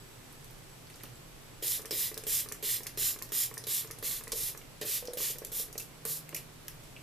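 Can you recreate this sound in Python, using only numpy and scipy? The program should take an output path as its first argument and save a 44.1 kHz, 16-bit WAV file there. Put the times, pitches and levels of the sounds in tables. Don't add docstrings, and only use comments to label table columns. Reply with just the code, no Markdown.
import sys
import numpy as np
from scipy import signal
from scipy.fft import rfft, irfft
from scipy.io import wavfile
from scipy.ndimage import uniform_filter1d

SR = 44100
rng = np.random.default_rng(int(sys.argv[2]) if len(sys.argv) > 2 else 0)


def makeup_ratio(level_db):
    decades = np.asarray(level_db, float) / 20
    return 10 ** decades


def dump(signal):
    limited = np.clip(np.atleast_2d(signal).T, -1, 1)
    pcm = np.round(limited * 32767).astype(np.int16)
    wavfile.write(sys.argv[1], SR, pcm)


N = 309582

# [f/Hz, density/dB]
FLOOR = [(12, -47), (20, -22.5), (58, -20.5), (126, -3.5), (190, -15.5), (244, -10.5), (339, -12.5),
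         (378, -11.5), (692, -16), (1710, -20.5), (2660, -21.5), (3220, -22.5), (7760, -26.5), (14200, -33)]
# [f/Hz, likeness/0-1]
FLOOR_LIKENESS = [(20, 0.3), (60, 0.62), (180, 0.49), (540, 0.13), (1640, 0.15), (4930, 0.04),
                  (14800, 0.017)]
# [f/Hz, width/Hz, level/dB]
HUM = [(27.2, 15, -59.5), (122, 12.5, -62), (139.7, 15, -66.5), (7850, 45, -72.5)]
# [t/s, level/dB]
FAR_MOTOR = [(0.0, -70), (0.96, -64), (1.7, -71), (2.25, -63.5), (3.3, -67), (4.83, -63), (5.02, -73),
             (5.7, -66), (5.79, -58), (5.88, -64), (6.0, -57), (6.22, -54), (6.45, -59), (6.6, -71),
             (6.74, -56), (6.83, -67), (7.02, -57)]
# [f/Hz, likeness/0-1]
ROOM_LIKENESS = [(300, 0.92), (3000, 1), (6000, 0.58), (9000, 0.18), (14000, 0.14)]
# [t/s, level/dB]
RUSTLE = [
    [(0.0, -72), (0.53, -68), (0.814, -73), (1.056, -59), (1.082, -65), (1.336, -84), (1.6, -79)],
    [(6.78, -81), (6.85, -63), (6.95, -82)],
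]
# [t/s, f/Hz, width/Hz, peak
# level/dB, t60/s]
SHORT_BURSTS = [(6.682, 2400, 2600, -44, .04), (.87, 4800, 1200, -50, 0.018), (0.942, 4900, 1000, -49, 0.018),
                (1.038, 790, 830, -49, 0.04), (1.908, 5000, 680, -34, 0.03), (1.9145, 5200, 600, -30.5, 0.035),
                (2.176, 5100, 900, -40, 0.022), (5.0735, 5130, 1100, -36, 0.018), (5.8, 2500, 600, -44, 0.03),
                (6.363, 2600, 700, -43, 0.07), (6.3265, 2200, 2200, -44, .015),
                (6.964, 2750, 1100, -43.5, 0.028), (4.614, 2500, 1500, -49.5, .04),
                (.325, 11500, 4500, -52, .06), (.5, 4400, 4000, -54, .04), (.507, 12000, 3500, -50, .03),
                (.957, 8600, 6000, -48, 0.026), (1, 3200, 1400, -55, 0.037), (1.153, 7800, 500, -58, .12),
                (.899, 11000, 3000, -50, .02), (1.007, 1980, 700, -52, 0.047), (1.053, 3050, 630, -47, .03),
                (1.855, 5500, 1000, -45, 0.023), (2.52, 1940, 750, -41.5, 0.05), (2.868, 2000, 1100, -43, 0.043),
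                (4.575, 5800, 620, -48, 0.026), (4.815, 1800, 300, -44, 0.064),
                (4.325, 5300, 1500, -34.5, 0.034), (6.348, 2350, 880, -41, 0.034),
                (6.051, 1930, 860, -37.5, 0.022), (6.29, 2300, 600, -49.5, 0.028),
                (5.778, 6000, 1200, -34, 0.023), (3.578, 5500, 1500, -42, .03), (3.64, 3950, 900, -45, .03),
                (6.33, 440, 300, -45.5, 0.087), (4.82, 450, 250, -43, .07), (5.754, 410, 300, -44, 0.044),
                (5.754, 2000, 1700, -48, .02), (.9, 2800, 1500, -50, 0.043), (1.035, 2400, 3000, -47, .04)]
# [t/s, peak level/dB, snap/dB, rattle t60/s, brightness/dB per octave]
FLICKS = [(.4439, -35, 1.5, .04, 4), (1.034, -25.5, -4, 0.05, 4), (5.0745, -31, 1.5, .03, -4),
          (5.469, -31, 0, .03, 0), (5.7975, -25, 2, .03, 1), (5.8025, -26, 3, .02, 2),
          (5.823, -30, 0, .03, 1), (5.7835, -24, 2, .02, 1), (6.291, -23.5, 3, 0.025, 4.5),
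          (6.3638, -17, 5, .02, 6), (6.3495, -24, 0, .02, 2), (6.6815, -21, 5.5, 0.021, 2.5),
          (6.8369, -38, 1.5, .04, 1.1)]
TOUCHES = [(2.2368, -29.5, -4, -42.5, -69), (3.29, -33.5, -2, -58, -70), (3.6386, -28, -1, -47.5, -68),
           (3.986, -28, 2, -50, -70), (4.8514, -34, 7, -37, -60), (5.1337, -23, 1, -55, -67)]
PRESSES = [(1.624, -31, 6, -38.5, -61), (1.908, -24, -2.2, -34.5, -46), (2.2666, -31, 7, -40.5, -57),
           (2.6274, -36, 8, -40, -52), (2.973, -29, 1, -38.5, -48.5), (3.319, -30, 1.1, -41, -47),
           (3.6691, -30, 4, -41, -51), (4.0257, -34, 1.1, -41, -44), (4.3191, -24, -1, -48, -42.5),
           (4.8125, -26, 4, -36.5, -48), (5.17, -35, 3, -37.5, -56), (5.518, -33, -2, -46, -59),
           (6.0518, -13, 5, -38.5, -42)]
RELEASES = [(1.8176, -29, 1.1, -55, -60), (2.142, -27.5, -1.5, -44, -49), (2.4872, -25.5, 0.5, -46.5, -46),
            (2.8326, -25.5, 1.5, -44.5, -46), (3.188, -29, -1, -47.5, -47), (3.5397, -27, 1.5, -45.5, -42),
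            (3.873, -33, .1, -46, -47), (4.2366, -26, 1.5, -48, -45), (4.575, -29, 2.5, -46.5, -44.5),
            (5.053, -30, 0, -55, -60), (5.384, -23.5, 3, -46.5, -60), (5.7273, -28, .6, -58, -71)]
RETURNS = [(1.8553, -24, -1, -47, -45.5), (2.1764, -21, .1, -43, -47), (2.5216, -19.5, 0, -45.5, -42.5),
           (2.8672, -18, -0.5, -47.5, -46), (3.2228, -18, 2, -47, -42.5), (3.5775, -20, 2.5, -48.5, -43),
           (3.91, -22.5, -1, -46.5, -46), (4.2777, -26.5, 1, -48, -45.5)]
TIPPED_RETURNS = [(5.4478, -20, 2.1, -51, -52), (5.7789, -16, 4, -42, -53)]
LAST_RETURNS = [(6.3458, -15, 4, -44.5, -49)]
# [knock lead on tick/s, cap mode level/dB, air t60/s, snap/dB, rattle t60/s]
TOUCH = (.001, -56, .035, .5, .045)
PRESS = (-.001, -54, .036, -1.5, .042)
RELEASE = (.027, -54, .04, 1.5, .05)
RETURN = (.006, -50.5, .045, 1.5, .042)
TIPPED_RETURN = (.024, -53, .033, 2.2, .04)
LAST_RETURN = (.017, -56, .033, 1.0, .04)
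# [t/s, air mode level/dB, air mode f/Hz, wall mode
# level/dB, air t60/s]
SINGLE_KNOCKS = [(1.794, -43, 430, -47, .04), (5.025, -41, 490, -56, .11), (5.1345, -40, 490, -65, .12),
                 (5.755, -43, 410, -60, .05), (1.038, -47, 288, -47, 0.04), (4.331, -39.5, 463, -50, 0.094),
                 (4.358, -44, 478, -60, 0.056), (4.832, -44, 402, -55, .04), (5.083, -34.5, 486, -56, .11),
                 (5.203, -42, 413, -42, .042), (5.301, -44, 457, -64, 0.036), (5.597, -45.5, 480, -52, .075),
                 (5.683, -51, 395, -63, .04), (5.4185, -37.5, 450, -56, 0.031), (1.925, -40, 348, -50, 0.047)]
# [f/Hz, t60/s]
WALL = [(1130, 0.019)]
# [f/Hz, t60/s]
CAP = [(1800, 0.022), (2050, 0.016), (2400, 0.012)]
# [t/s, air mode f/Hz, cap echo/0-1, treble gain of the aim/dB, low part of the mist/dB]
POSE = [(1.7, 435, .13, .8, -14.5), (2.0, 433, 0.11, 3, -13), (2.35, 430, 0.14, .1, -14),
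        (2.7, 410, 0.1, 1.2, -12), (3.05, 407, 0.23, 0, -13), (3.4, 423, 0.19, 0.5, -14.5),
        (3.75, 443, 0.1, 1, -13), (4.1, 454, 0.02, 0.5, -13), (4.45, 455, 0, 1.5, -15.5),
        (4.9, 430, 0, 2.5, -11.5), (5.1, 487, 0.04, 1, -10.5), (5.3, 475, 0.06, 2, -11),
        (5.55, 450, 0.06, 3, -17.5), (6.1, 445, .04, 1.1, -16.5)]
# [valve opens t/s, rise to peak/s, push length/s, peak level/dB, early flow re peak/dB]
STROKES = [(1.624, 0.092, 0.14, -31, -2.5), (1.923, 0.078, 0.15, -31, -6),
           (2.267, 0.082, 0.14, -28.5, -4.5), (2.626, 0.1, 0.14, -31, -3), (2.974, 0.083, .14, -29.5, -4),
           (3.32, 0.097, 0.13, -29, -3), (3.668, 0.08, 0.14, -31, -2.5), (4.026, 0.064, 0.15, -33.5, -2),
           (4.346, 0.13, 0.15, -34, -1.5), (4.852, .096, 0.13, -33, -2.5), (5.172, 0.052, 0.14, -32, -4),
           (5.518, 0.077, 0.11, -33.5, -4), (6.051, .062, 0.12, -35.5, -3)]
# [t/s, level/dB, length/s, low part re mist/dB]
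SPITS = [(1.909, -36.5, 0.059, -4.5), (4.319, -33.5, .03, -7.5), (4.813, -38.5, 0.057, -3.5),
         (5.797, -43, 0.05, -13.5), (6.366, -41, 0.035, -9)]
# [f/Hz, density/dB]
MIST = [(530, -67), (900, -32), (1160, -12), (1270, -24.5), (1760, -11.5), (2460, -8.5), (3720, -3.5),
        (4320, -3), (6190, -1), (7100, 0.5), (7790, 0.5), (12700, 7), (14200, -2)]
# [f/Hz, likeness/0-1]
MIST_LIKENESS = [(1000, 1), (3000, 1), (5000, 1), (8000, 0.55), (14000, 0.07)]
# [f/Hz, difference/dB]
MIST_BALANCE = [(2000, -0.5), (4400, 0.4), (8000, -2.5), (14000, -2.5)]
# [f/Hz, width/Hz, level/dB]
CAP_SONG = [(1840, 220, -7.5), (2727, 200, -12), (3703, 210, -11.5), (5440, 270, -10)]

FLOOR_DB = -51
FAR_MOTOR_HZ, FAR_MOTOR_WAVER_HZ = 157.5, 1.53
ROOM_T60_S, ROOM_HIGH_T60_S, ROOM_DB = 0.32, 0.23, -2.5
TOP_EDGE_HZ = 14225
TICK_EDGE_HZ = 4300
REFILL_DB, REFILL_T60_S = -17, 0.22
SINGLE_KNOCK_CAP_DB = -60
CAP_FOLLOWS_DB_PER_DB, WALL_MEAN_DB = 0.42, -50
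CAP_ECHO_HZ, BODY_ECHO = 1793, 0.13
OPEN_DB, EARLY_S = -9, 0.026
SPENT_DB, DYING_S, DEAD_DB = -4.5, 0.066, -28
TOP_HEAD_DB, TOP_HEAD_S = 4, 0.03
SPIT_FALL_DB = -14
LOW_DB_PER_DB, LOW_MOST_DB = 0.5, 4


def unit_rms(x):
    return x / np.sqrt(np.mean(x ** 2) + 1e-20)


def at_hz(points, hz):
    points = np.array(points)
    return np.interp(np.log(hz), np.log(points[:, 0]), points[:, 1])


def passed(x, hz, kind, order=2):
    return signal.sosfilt(signal.butter(order, hz, kind, fs=SR, output="sos"), x)


def band(x, hz, width_hz, order=2):
    return passed(x, [hz - width_hz / 2, hz + width_hz / 2], "band", order)


def drift(rate_hz):
    pole = np.exp(-40 * np.pi * rate_hz / SR)
    noise = rng.standard_normal(N // 20 + 2002)
    slow = signal.lfilter([1], [1, -2 * pole, pole * pole], noise)[2000:]
    return np.interp(np.arange(N) / 20, np.arange(len(slow)), unit_rms(slow))


def gated(tables, off_db):
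    t, level_db = np.arange(N) / SR, np.full(N, float(off_db))
    for rows in map(np.array, tables):
        inside = (t >= rows[0, 0]) & (t <= rows[-1, 0])
        level_db[inside] = np.interp(t[inside], rows[:, 0], rows[:, 1])
    return level_db


def coloured(mid, side, spectrum, likeness):
    hz = np.maximum(np.fft.rfftfreq(N, 1 / SR), 10)
    alike = np.clip(at_hz(likeness, hz), 0, 1)
    pair = np.sqrt(1 + alike) * rfft(mid) + np.sqrt(1 - alike) * rfft(side) * [[1], [-1]]
    return unit_rms(irfft(pair * makeup_ratio(at_hz(spectrum, hz)), N))


def droplets(per_s, spread_db):
    sizes = makeup_ratio(spread_db * np.minimum(rng.exponential(1, N), 4)) * rng.standard_normal(N)
    return unit_rms(sizes * (rng.random(N) < per_s / SR))


def held(s, column):
    pose = np.array(POSE)
    return np.interp(s, pose[:, 0], pose[:, column])


def topless(x, depth_db):
    hz = np.fft.rfftfreq(N, 1 / SR)
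    cut = np.interp(hz, [TOP_EDGE_HZ - 50, TOP_EDGE_HZ + 40, 16000, 16800], [0, 1, 1.9, 3])
    return irfft(rfft(x) * makeup_ratio(depth_db * cut), N)


def far_motor():
    hz = FAR_MOTOR_HZ + FAR_MOTOR_WAVER_HZ * drift(2.8)
    tone = np.sin(2 * np.pi * np.cumsum(hz) / SR)
    return unit_rms(tone) * makeup_ratio(1.7 * drift(7.0)) * makeup_ratio(gated([FAR_MOTOR], off_db=-70) - 1.5)


def background():
    out = makeup_ratio(FLOOR_DB - 1.0) * coloured(*rng.standard_normal((2, N)), FLOOR[:-1], FLOOR_LIKENESS)
    for hz, width_hz, db in HUM:
        both, left, right = band(rng.standard_normal((3, N)), hz, width_hz, order=1)
        out += makeup_ratio(db + 2.3 * drift(1.5)) * unit_rms(both + 0.4 * np.array([left, right]))
    return (out + far_motor()) * makeup_ratio([[-0.6], [0.6]])


def room(x):
    t = np.arange(N) / SR
    noise = coloured(*rng.standard_normal((2, N)), [(100, 0), (15000, 0)], ROOM_LIKENESS)
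    lows = passed(noise, 2000, "low")
    low_tail = lows * makeup_ratio(-60 * t / ROOM_T60_S - 2.0)
    high_tail = (noise - lows) * makeup_ratio(-60 * t / ROOM_HIGH_T60_S)
    tail = (low_tail + high_tail) * (t > 0.004)
    tail = tail[:, :SR // 2] / np.sqrt(np.sum(tail ** 2) / 2)
    return makeup_ratio(ROOM_DB) * signal.fftconvolve(x.mean(axis=0, keepdims=True), tail, axes=1)[:, :N]


def rustle():
    grains = droplets(15000, spread_db=4.5) * makeup_ratio(2 * drift(23))
    grains = unit_rms(passed(grains, [1200, 11000], "band"))
    return grains * makeup_ratio(gated(RUSTLE, off_db=-120) + 0.5) * makeup_ratio([[-0.8], [0.8]])


def short_bursts():
    out, t = np.zeros(N + SR), np.arange(SR // 5) / SR
    for s, hz, width_hz, db, t60_s in SHORT_BURSTS:
        tone = unit_rms(band(rng.standard_normal(len(t)), hz, width_hz))
        envelope = makeup_ratio(db - 60 * t / max(t60_s, 0.005)) * np.minimum(t / 0.00033, 1)
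        out[round(s * SR):][:len(t)] += envelope * tone
    return out[:N] * makeup_ratio([[-0.8], [0.8]])


def contacts():
    kinds = [(TOUCHES, TOUCH), (PRESSES, PRESS), (RELEASES, RELEASE), (RETURNS, RETURN),
             (TIPPED_RETURNS, TIPPED_RETURN), (LAST_RETURNS, LAST_RETURN)]
    return [tuple(row) + tuple(kind) for rows, kind in kinds for row in rows]


def ticks():
    out, t = np.zeros((2, 2, N + SR)), np.arange(4096) / SR
    hz = np.clip(np.fft.rfftfreq(len(t), 1 / SR), 100, None)
    rows = [(s, db, snap_db, rattle_s, tilt_db) for s, db, tilt_db, *_, snap_db, rattle_s in contacts()]
    for s, db, snap_db, rattle_s, tilt_db in rows + list(FLICKS):
        both, left, right = rng.standard_normal((3, len(t)))
        lot = rng.random(4)
        colour = makeup_ratio(tilt_db * np.log2(hz / 8000)) / np.sqrt(1 + (TICK_EDGE_HZ / hz) ** 4)
        colour *= makeup_ratio(3.0 * np.cos(2 * np.pi * (hz * (0.0001 + 0.000288 * lot[0]) + lot[1])))
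        burst = unit_rms(irfft(rfft(both + 0.78 * np.array([left, right])) * colour, len(t)))
        snap = makeup_ratio(snap_db + 3.0 - 60 * t / 0.011)
        rattle = makeup_ratio(-60 * t / max(rattle_s, 0.002))
        rattle *= 1 + 0.32 * np.cos(2 * np.pi * t * (90 + 120 * lot[2]))
        lumps_db = 4.0 * np.cos(2 * np.pi * (t * (30 + 50 * lot[3]) + lot[2]))
        gurgle = makeup_ratio(REFILL_DB - 60 * t / REFILL_T60_S + lumps_db) * (t < 0.09)
        gurgle *= rattle_s > 0.036
        envelopes = np.array([[snap], [makeup_ratio(-2.5) * rattle + gurgle]]) * np.minimum(t / 0.0012, 1)
        out[..., round(s * SR):][..., :len(t)] += makeup_ratio(db - 13.0) * burst * envelopes
    return out[..., :N] * makeup_ratio([[-0.9], [0.9]])


def knock_rows():
    rows = []
    for s, _, _, db, wall_db, lead_s, cap_db, air_s, _, _ in contacts():
        cap_db = cap_db + CAP_FOLLOWS_DB_PER_DB * (wall_db - WALL_MEAN_DB)
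        rows.append((s - lead_s, db, held(s, column=1), wall_db - db, cap_db - db, air_s, 1))
    for s, db, hz, wall_db, air_s in SINGLE_KNOCKS:
        rows.append((s, db, hz, wall_db - db, SINGLE_KNOCK_CAP_DB - db, air_s, 0))
    return rows


def knocks():
    out, t = np.zeros(N + SR), np.arange(SR // 5) / SR
    for s, db, air_hz, wall_db, cap_db, air_s, bouncing in knock_rows():
        modes = [(air_hz, np.clip(air_s, 0.01, 0.14), 0), (air_hz * 0.82, 0.02, -9), (air_hz * 1.13, 0.016, -11)]
        modes += [(hz, t60_s, wall_db + 1.5) for hz, t60_s in WALL]
        modes += [(hz, t60_s, cap_db + 5.5) for hz, t60_s in CAP]
        hit = np.zeros(len(t))
        for (hz, t60_s, mode_db), luck in zip(modes, rng.normal(0, 1, len(modes))):
            detuned_hz = hz * (1 + luck / (60 if hz < 900 else 20))
            hit += makeup_ratio(mode_db + 0.52 * luck - 60 * t / t60_s) * np.sin(2 * np.pi * detuned_hz * t)
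        hit *= np.minimum(t / 0.0015, 1)
        for when, size in rng.random((2, 2)):
            late = round((0.002984 + 0.013 * when) * SR)
            hit[late:] += bouncing * 0.38 * (2 * size - 1) * hit[:-late]
        out[round(s * SR):][:len(t)] += makeup_ratio(db + 3.0) * hit
    return out[:N] * makeup_ratio([[-0.8], [0.8]])


def squirts():
    out = []
    for s, db, length_s, low_db in SPITS:
        out.append([(s, db, low_db), (s + 2 * length_s, db + 2 * SPIT_FALL_DB, low_db)])
    for s, rise_s, push_s, db, early_db in STROKES:
        shape = [(0, OPEN_DB), (EARLY_S, early_db), (max(rise_s, EARLY_S), 0),
                 (push_s, SPENT_DB), (push_s + DYING_S, DEAD_DB)]
        pose_low_db = held(s + rise_s, column=4)
        out.append([(s + late_s, db + under_db, pose_low_db + min(-LOW_DB_PER_DB * under_db, LOW_MOST_DB))
                    for late_s, under_db in shape])
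    return out


def flows():
    out = np.zeros((2, N))
    for s, db, low_db in map(np.transpose, squirts()):
        span = np.arange(round(s[0] * SR), round(s[-1] * SR))
        levels_db = [np.interp(span / SR, s, db), np.interp(span / SR, s, db + low_db)]
        out[:, span] = np.maximum(out[:, span], makeup_ratio(levels_db))
    return uniform_filter1d(out, size=40)


def head_start():
    since_s = np.arange(N) / SR - np.array(STROKES)[:, :1]
    return TOP_HEAD_DB * np.sum(np.clip(1 - since_s / TOP_HEAD_S, 0, 1) * (since_s > 0), axis=0)


def echoes(high, low):
    out = np.zeros_like(high)
    whistle = passed(high + 1e-18, [4 * CAP_ECHO_HZ - 250, 4 * CAP_ECHO_HZ + 450], "band")
    cuts = [round((row[0] - 0.045) * SR) for row in STROKES] + [N]
    for row, a, b in zip(STROKES, cuts, cuts[1:]):
        when, size = rng.random((2, 6))
        taps, cap = np.zeros(160), held(row[0] + row[1], column=2)
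        taps[0], taps[round(SR / CAP_ECHO_HZ)] = 1, cap
        np.add.at(taps, (6 + 120 * when ** 2).astype(int), BODY_ECHO * (2 * size - 1))
        taps /= np.sqrt(np.sum(taps ** 2))
        jet = high[:, a:b] + low[:, a:b] + 2.2 * cap * whistle[:, a:b]
        out[:, a:b] = signal.fftconvolve(jet, [taps], axes=1)[:, :b - a]
    return out


def jet_noise():
    mid, side = droplets(30000, spread_db=-1.0), droplets(30000, spread_db=1.0)
    jet = coloured(mid, side, MIST[:-1], MIST_LIKENESS)
    hz = np.maximum(np.fft.rfftfreq(N, 1 / SR), 10)
    balance = makeup_ratio(at_hz(MIST_BALANCE, hz) / 2 * [[1], [-1]])
    return irfft(rfft(jet) * balance * (hz < TOP_EDGE_HZ), N)


def mist():
    jet = jet_noise()
    high = unit_rms(passed(jet, 4820, "high", order=4))
    low = unit_rms(passed(jet, 4130, "low", order=4))
    song_scale = passed(jet, 5100, "low", order=4).std()
    for hz, width_hz, db in CAP_SONG:
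        low = low + makeup_ratio(db + 5.1 * drift(12.0)) * band(jet, hz, width_hz) / song_scale
    top = passed(high, 11600, "high")
    aim_db = held(np.arange(N) / SR, column=3)
    body = (high - top) * makeup_ratio(0.74 * drift(22))
    high = body + top * makeup_ratio(0.74 * drift(25) + head_start() + aim_db)
    low = low * makeup_ratio(1.1 * drift(40))
    flow, low_flow = flows()
    sputter = makeup_ratio(0.5 * drift(72) + 0.43 * drift(270))
    return sputter * echoes(flow * high, low_flow * low)


def scene():
    spray, thuds, (snaps, rattles) = mist(), knocks(), ticks()
    soft = rattles + short_bursts() + rustle()
    reflected = room(makeup_ratio(-8.0) * spray + makeup_ratio(-1.5) * thuds + makeup_ratio(-1.5) * (snaps + soft))
    far = reflected + background()
    return makeup_ratio(0.13) * thuds + snaps + topless(spray + soft + far, depth_db=-50)


def low_pass(x):
    return signal.sosfilt(signal.butter(12, 16430, fs=SR, output="sos"), x)


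def record(dry):
    mix = topless(dry, depth_db=-13)
    return low_pass(mix)


dry = scene()
out = record(dry)
dump(out)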